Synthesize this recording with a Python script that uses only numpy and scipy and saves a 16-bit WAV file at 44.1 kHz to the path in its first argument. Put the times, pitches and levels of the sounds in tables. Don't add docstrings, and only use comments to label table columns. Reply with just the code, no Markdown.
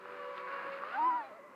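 import sys
import numpy as np
from scipy.fft import rfft, irfft, next_fast_len
from scipy.io import wavfile
from scipy.ndimage import uniform_filter1d, map_coordinates

SR = 44100
rng = np.random.default_rng(int(sys.argv[2]) if len(sys.argv) > 2 else 0)


def generate_wav(signal):
    frames = np.transpose(np.atleast_2d(signal))
    scaled = np.clip(frames, -1, 1) * 32767
    pcm = np.round(scaled).astype(np.int16)
    wavfile.write(sys.argv[1], SR, pcm)


N = 68355
TIME = np.arange(N) / SR
BLADES = 3

# time in seconds, blade rate in Hz, blade tone in dB, its octave in dB.
LEAD_MOTOR = [(0,566.6,-65.5,-69),(.06,577.2,-58.5,-67),(.16,577.4,-53.5,-63),(.205,574.5,-49.5,-48.5),(.345,564.8,-49,-51.5),(.385,559,-68,-49),(.41,564.5,-49,-48),(.45,564.3,-64.5,-47.5),(.485,547.8,-54.5,-48),(.56,557.9,-48,-46),(.63,551,-57,-54.5),(.69,554,-45,-47),(.76,549.3,-45.5,-70),(.812,556,-52.5,-54),(.836,576.4,-50,-45),(.868,599.7,-58.5,-45),(.9,641.6,-63,-52.5),(.933,708,-57.5,-43),(.953,765,-40.5,-39),(.975,821.4,-36,-50),(.996,929.8,-30.5,-65),(1.025,931.6,-30.5,-59),(1.055,996.4,-28.5,-54),(1.085,1016,-27.5,-62.5),(1.13,960.6,-33.5,-54.5),(1.168,986.2,-33,-58),(1.21,902.7,-40.5,-50),(1.24,799.5,-52,-69),(1.278,801,-53.5,-62.5),(1.30,685,-63,-65),(1.32,595.8,-49,-72),(1.352,670.2,-58,-57),(1.378,684,-58.5,-64),(1.398,555.5,-51.5,-70),(1.425,553.7,-64,-71),(1.455,607,-53,-64),(1.485,561.8,-65.5,-69),(1.55,539.7,-60.5,-61)]
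SECOND_MOTOR = [(0,489,-71,-65),(.06,489.5,-54.5,-61.5),(.182,493.2,-52.5,-60),(0.291,501.6,-46,-58),(.365,503,-59,-52.5),(.40,498.6,-53.5,-61),(.46,504.8,-50.5,-47),(.53,498.6,-59.5,-59),(.59,493.1,-53.5,-54),(.67,502.3,-57.5,-57),(.79,485,-60,-63),(.86,498.9,-54,-64.5),(0.911,573.9,-59,-51),(1.0,637.5,-54.5,-62),(1.012,728.4,-57.5,-59),(1.03,752,-45,-66.5),(1.069,774,-50.5,-63),(1.093,765.7,-50,-58),(1.128,799.5,-49.5,-65.5),(1.18,727.6,-53,-53),(1.21,701.2,-62.5,-59),(1.246,666.3,-49.5,-65.5),(1.275,556.4,-63,-63),(1.33,595,-60,-73),(1.421,536.4,-73.5,-63.5),(1.55,499,-72,-69)]
# time in seconds, blade rate in Hz, octave of the blade tone in dB.
THIRD_MOTOR = [(0,609,-83),(.14,597.7,-73),(0.249,574,-80),(.64,585.2,-58.5),(0.961,560,-59),(1.011,620.3,-45),(1.075,645,-55.5),(1.151,605,-55),(1.211,582,-52.5),(1.259,528,-58.5),(1.4,580,-79.5),(1.55,580,-66)]
FOURTH_MOTOR = [(0,500,-63.5),(0.454,485.3,-56),(.779,490,-58),(.939,701.7,-58),(1.039,790,-62),(1.085,778,-59),(1.13,678,-48),(1.201,730,-63.5),(1.55,488.3,-77.5)]


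def amp(db):
    return 10 ** (np.asarray(db) / 20)


def unit(x):
    return x / np.sqrt(np.mean(x ** 2) + 1e-20)


def along(points, hz):
    f, v = np.transpose(points)
    return np.interp(np.log(hz + 1), np.log(f + 1), v)


def curves(rows):
    s, *columns = np.transpose(rows)
    return [uniform_filter1d(np.interp(TIME, s, column), size=500) for column in columns]


def wobble(rate):
    knots = rng.standard_normal(2048)
    return map_coordinates(knots, [TIME * rate], mode="wrap")


def filtered(x, response):
    m = next_fast_len(N + 8192)
    return irfft(rfft(x, m) * response(np.fft.rfftfreq(m, 1 / SR)), m)[:N]


def noise(spectrum, gate=1):
    return unit(filtered(gate * rng.standard_normal(N), lambda hz: amp(along(spectrum, hz))))


def shaft_angle(blade_hz):
    waver, waver_rate = 0.0016, 45
    jitter, jitter_rate = 0.0035, 400
    strain_s = 0.74
    strain = 1 + strain_s * np.abs(np.gradient(np.log(blade_hz))) * SR
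    hunting = strain * (waver * wobble(waver_rate) + jitter * wobble(jitter_rate))
    turns_per_second = blade_hz / BLADES * (1 + hunting)
    return 2 * np.pi * (np.cumsum(turns_per_second) / SR + rng.random())


def partial(angle, flutter_db, rate):
    sine = np.sin(angle + 2 * np.pi * rng.random())
    return np.sqrt(2) * sine * amp(flutter_db * wobble(rate))


def motors(angles, second_db=-6, far_db=-12):
    far_tone_db = -12.5
    _, lead_tone_db, lead_octave_db = curves(LEAD_MOTOR)
    _, second_tone_db, second_octave_db = curves(SECOND_MOTOR)
    out = propeller(angles[0], lead_tone_db, lead_octave_db, 0)
    out += propeller(angles[1], second_tone_db, second_octave_db, second_db)
    for angle, rows in zip(angles[2:], (THIRD_MOTOR, FOURTH_MOTOR)):
        _, octave_db = curves(rows)
        out += propeller(angle, octave_db + far_tone_db, octave_db, far_db)
    return out


def propeller(angle, tone_db, octave_db, trim_db):
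    # time in seconds,
    # three times the blade rate in dB, four times the blade rate in dB.
    overtones = [(0,-66,-82),(.14,-64.5,-74),(.22,-56.5,-65),(.29,-63,-67),(.385,-71,-62),(.44,-75,-60),(.485,-54.5,-66),(.6,-50.5,-64),(.655,-58.5,-71),(.70,-56.5,-83),(.735,-57,-52),(.77,-62,-78),(.87,-60,-75.5),(.935,-65.5,-58.5),(.975,-67,-75),(1.11,-67,-84.5),(1.19,-74.5,-80),(1.25,-64,-87),(1.32,-76,-83),(1.55,-84,-86)]
    # multiple of the shaft rate,
    # level in dB against three times the blade rate.
    shaft_orders = [(4,-17.5),(5,-16),(7,-11.5),(8,-8.5),(11,-22),(15,-13),(20,-31.5)]
    third_db, fourth_db = np.array(curves(overtones)) + trim_db
    out = amp(tone_db) * partial(BLADES * angle, flutter_db=0.3, rate=160)
    for k, db in enumerate((octave_db, third_db, fourth_db), 2):
        out += amp(db) * partial(k * BLADES * angle, flutter_db=2.08, rate=90)
    for k, db in shaft_orders:
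        out += amp(third_db + db) * partial(k * angle, flutter_db=4.5, rate=45)
    return out


def imbalance(angles, second_db=-15):
    # time in seconds, once per turn in dB, twice per turn in dB.
    hum = [(0,-73.5,-62.5),(.2,-74.5,-62.5),(.32,-75.5,-69),(.42,-69.5,-59),(.75,-72.5,-80),(.92,-71,-59),(.995,-52,-67.5),(1.09,-50,-62.5),(1.19,-55.5,-59.5),(1.24,-71,-66),(1.55,-82.5,-76.5)]
    out = np.zeros(N)
    for angle, trim_db in zip(angles, (0, second_db)):
        for k, db in enumerate(curves(hum), 1):
            out += amp(db + trim_db) * partial(k * angle, flutter_db=3, rate=40)
    return out


def wash(angles, chop=0.48, gust_db=1.0, gust_rate=300):
    # time in seconds, low, middle and treble levels in dB.
    wash_levels = [(0.0,-64.5,-58,-74.5),(.14,-59,-53,-70.5),(.33,-63,-53.5,-70.5),(.378,-59.5,-49.5,-63),
                   (.44,-64.5,-53.5,-70.5),(.53,-56.5,-48,-67),(.7,-59.5,-48,-68.5),(.735,-61,-49.5,-63.5),
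                   (.81,-57,-50.5,-70),(.84,-56,-51.5,-68.5),(.954,-64,-47,-63.5),(1.026,-59.5,-52,-72.5),
                   (1.1,-62,-55,-73.5),(1.226,-62,-58,-72.5),(1.424,-63.5,-67,-84.5),(1.55,-60,-63,-86)]
    low_trim_db, mid_trim_db = 2.5, 2
    # frequency in Hz, gain in dB.
    low_air = [(25,-45.5),(50,-22),(100,-9),(180,-2.5),(280,4),(450,5.5),(700,0),(1100,7.5),(2500,-40.5)]
    mid_air = [(200,-39),(600,-4),(850,-5.5),(1300,5),(1700,-1),(2000,-3.5),(2400,-6.5),(2850,-11.5),(3300,-27.5),(6000,-51.5)]
    high_air = [(1500,-25),(2900,6),(4200,5),(5000,-1),(5600,-15),(7500,-19.5),(10000,-26),(15000,-28)]
    # centre in seconds, level in dB,
    # half length in seconds.
    puff_rows = [(0.668,-56,0.026),(1.313,-58,0.0099)]
    low_db, mid_db, high_db = curves(wash_levels)
    passes = sum(np.cos(BLADES * angle) for angle in angles[:2])
    gate = np.exp(chop * passes / 2) * amp(gust_db * wobble(gust_rate))
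    puffs = sum(amp(db) * np.exp(-((TIME - s) / half) ** 2) for s, db, half in puff_rows)
    low = (amp(low_db + low_trim_db) + puffs) * noise(low_air)
    middle = amp(mid_db + mid_trim_db) * noise(mid_air, gate)
    treble = amp(high_db) * noise(high_air, gate)
    return hollow(low + middle + treble)


def hollow(air):
    centre_hz, width_hz, depth_db = 689, 35, -4.5
    return filtered(air, lambda hz: amp(depth_db * np.exp(-((hz - centre_hz) / width_hz) ** 2)))


def slaps():
    # centre in seconds, level in dB, pitch in Hz.
    slap_rows = [(0.0571,-34.5,1230),(0.38,-36.5,2970),(.476,-33,1500),(.685,-34,1380),(0.8373,-27,1234)]
    half_width = 0.9
    out = np.zeros(N)
    for s, db, hz in slap_rows:
        cycles = (TIME - s) * hz
        out -= amp(db) * np.sin(2 * np.pi * cycles) * np.exp(-(cycles / half_width) ** 2)
    return out


def whistle():
    # time in seconds, level in dB.
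    whistle_level = [(1.15,-94),(1.33,-65),(1.55,-70)]
    # frequency in Hz, gain in dB.
    whistle_band = [(1700,-39),(1930,-1.5),(2010,7),(2100,-2),(2450,-18),(2900,-46.5)]
    return amp(curves(whistle_level)[0]) * noise(whistle_band)


def hiss():
    # frequency in Hz, gain in dB.
    hiss_colour = [(100,1.5),(7000,3.5),(10000,-1),(15000,-2)]
    return amp(-77.5) * noise(hiss_colour)


def scene():
    motor_rows = (LEAD_MOTOR, SECOND_MOTOR, THIRD_MOTOR, FOURTH_MOTOR)
    angles = [shaft_angle(curves(rows)[0]) for rows in motor_rows]
    craft = motors(angles) + imbalance(angles) + wash(angles) + slaps()
    return (craft + whistle() + hiss())[None]


def record(dry):
    top_hz = 15200
    return np.array([filtered(x, lambda hz: hz < top_hz) for x in dry])


dry = scene()
out = record(dry)
generate_wav(out)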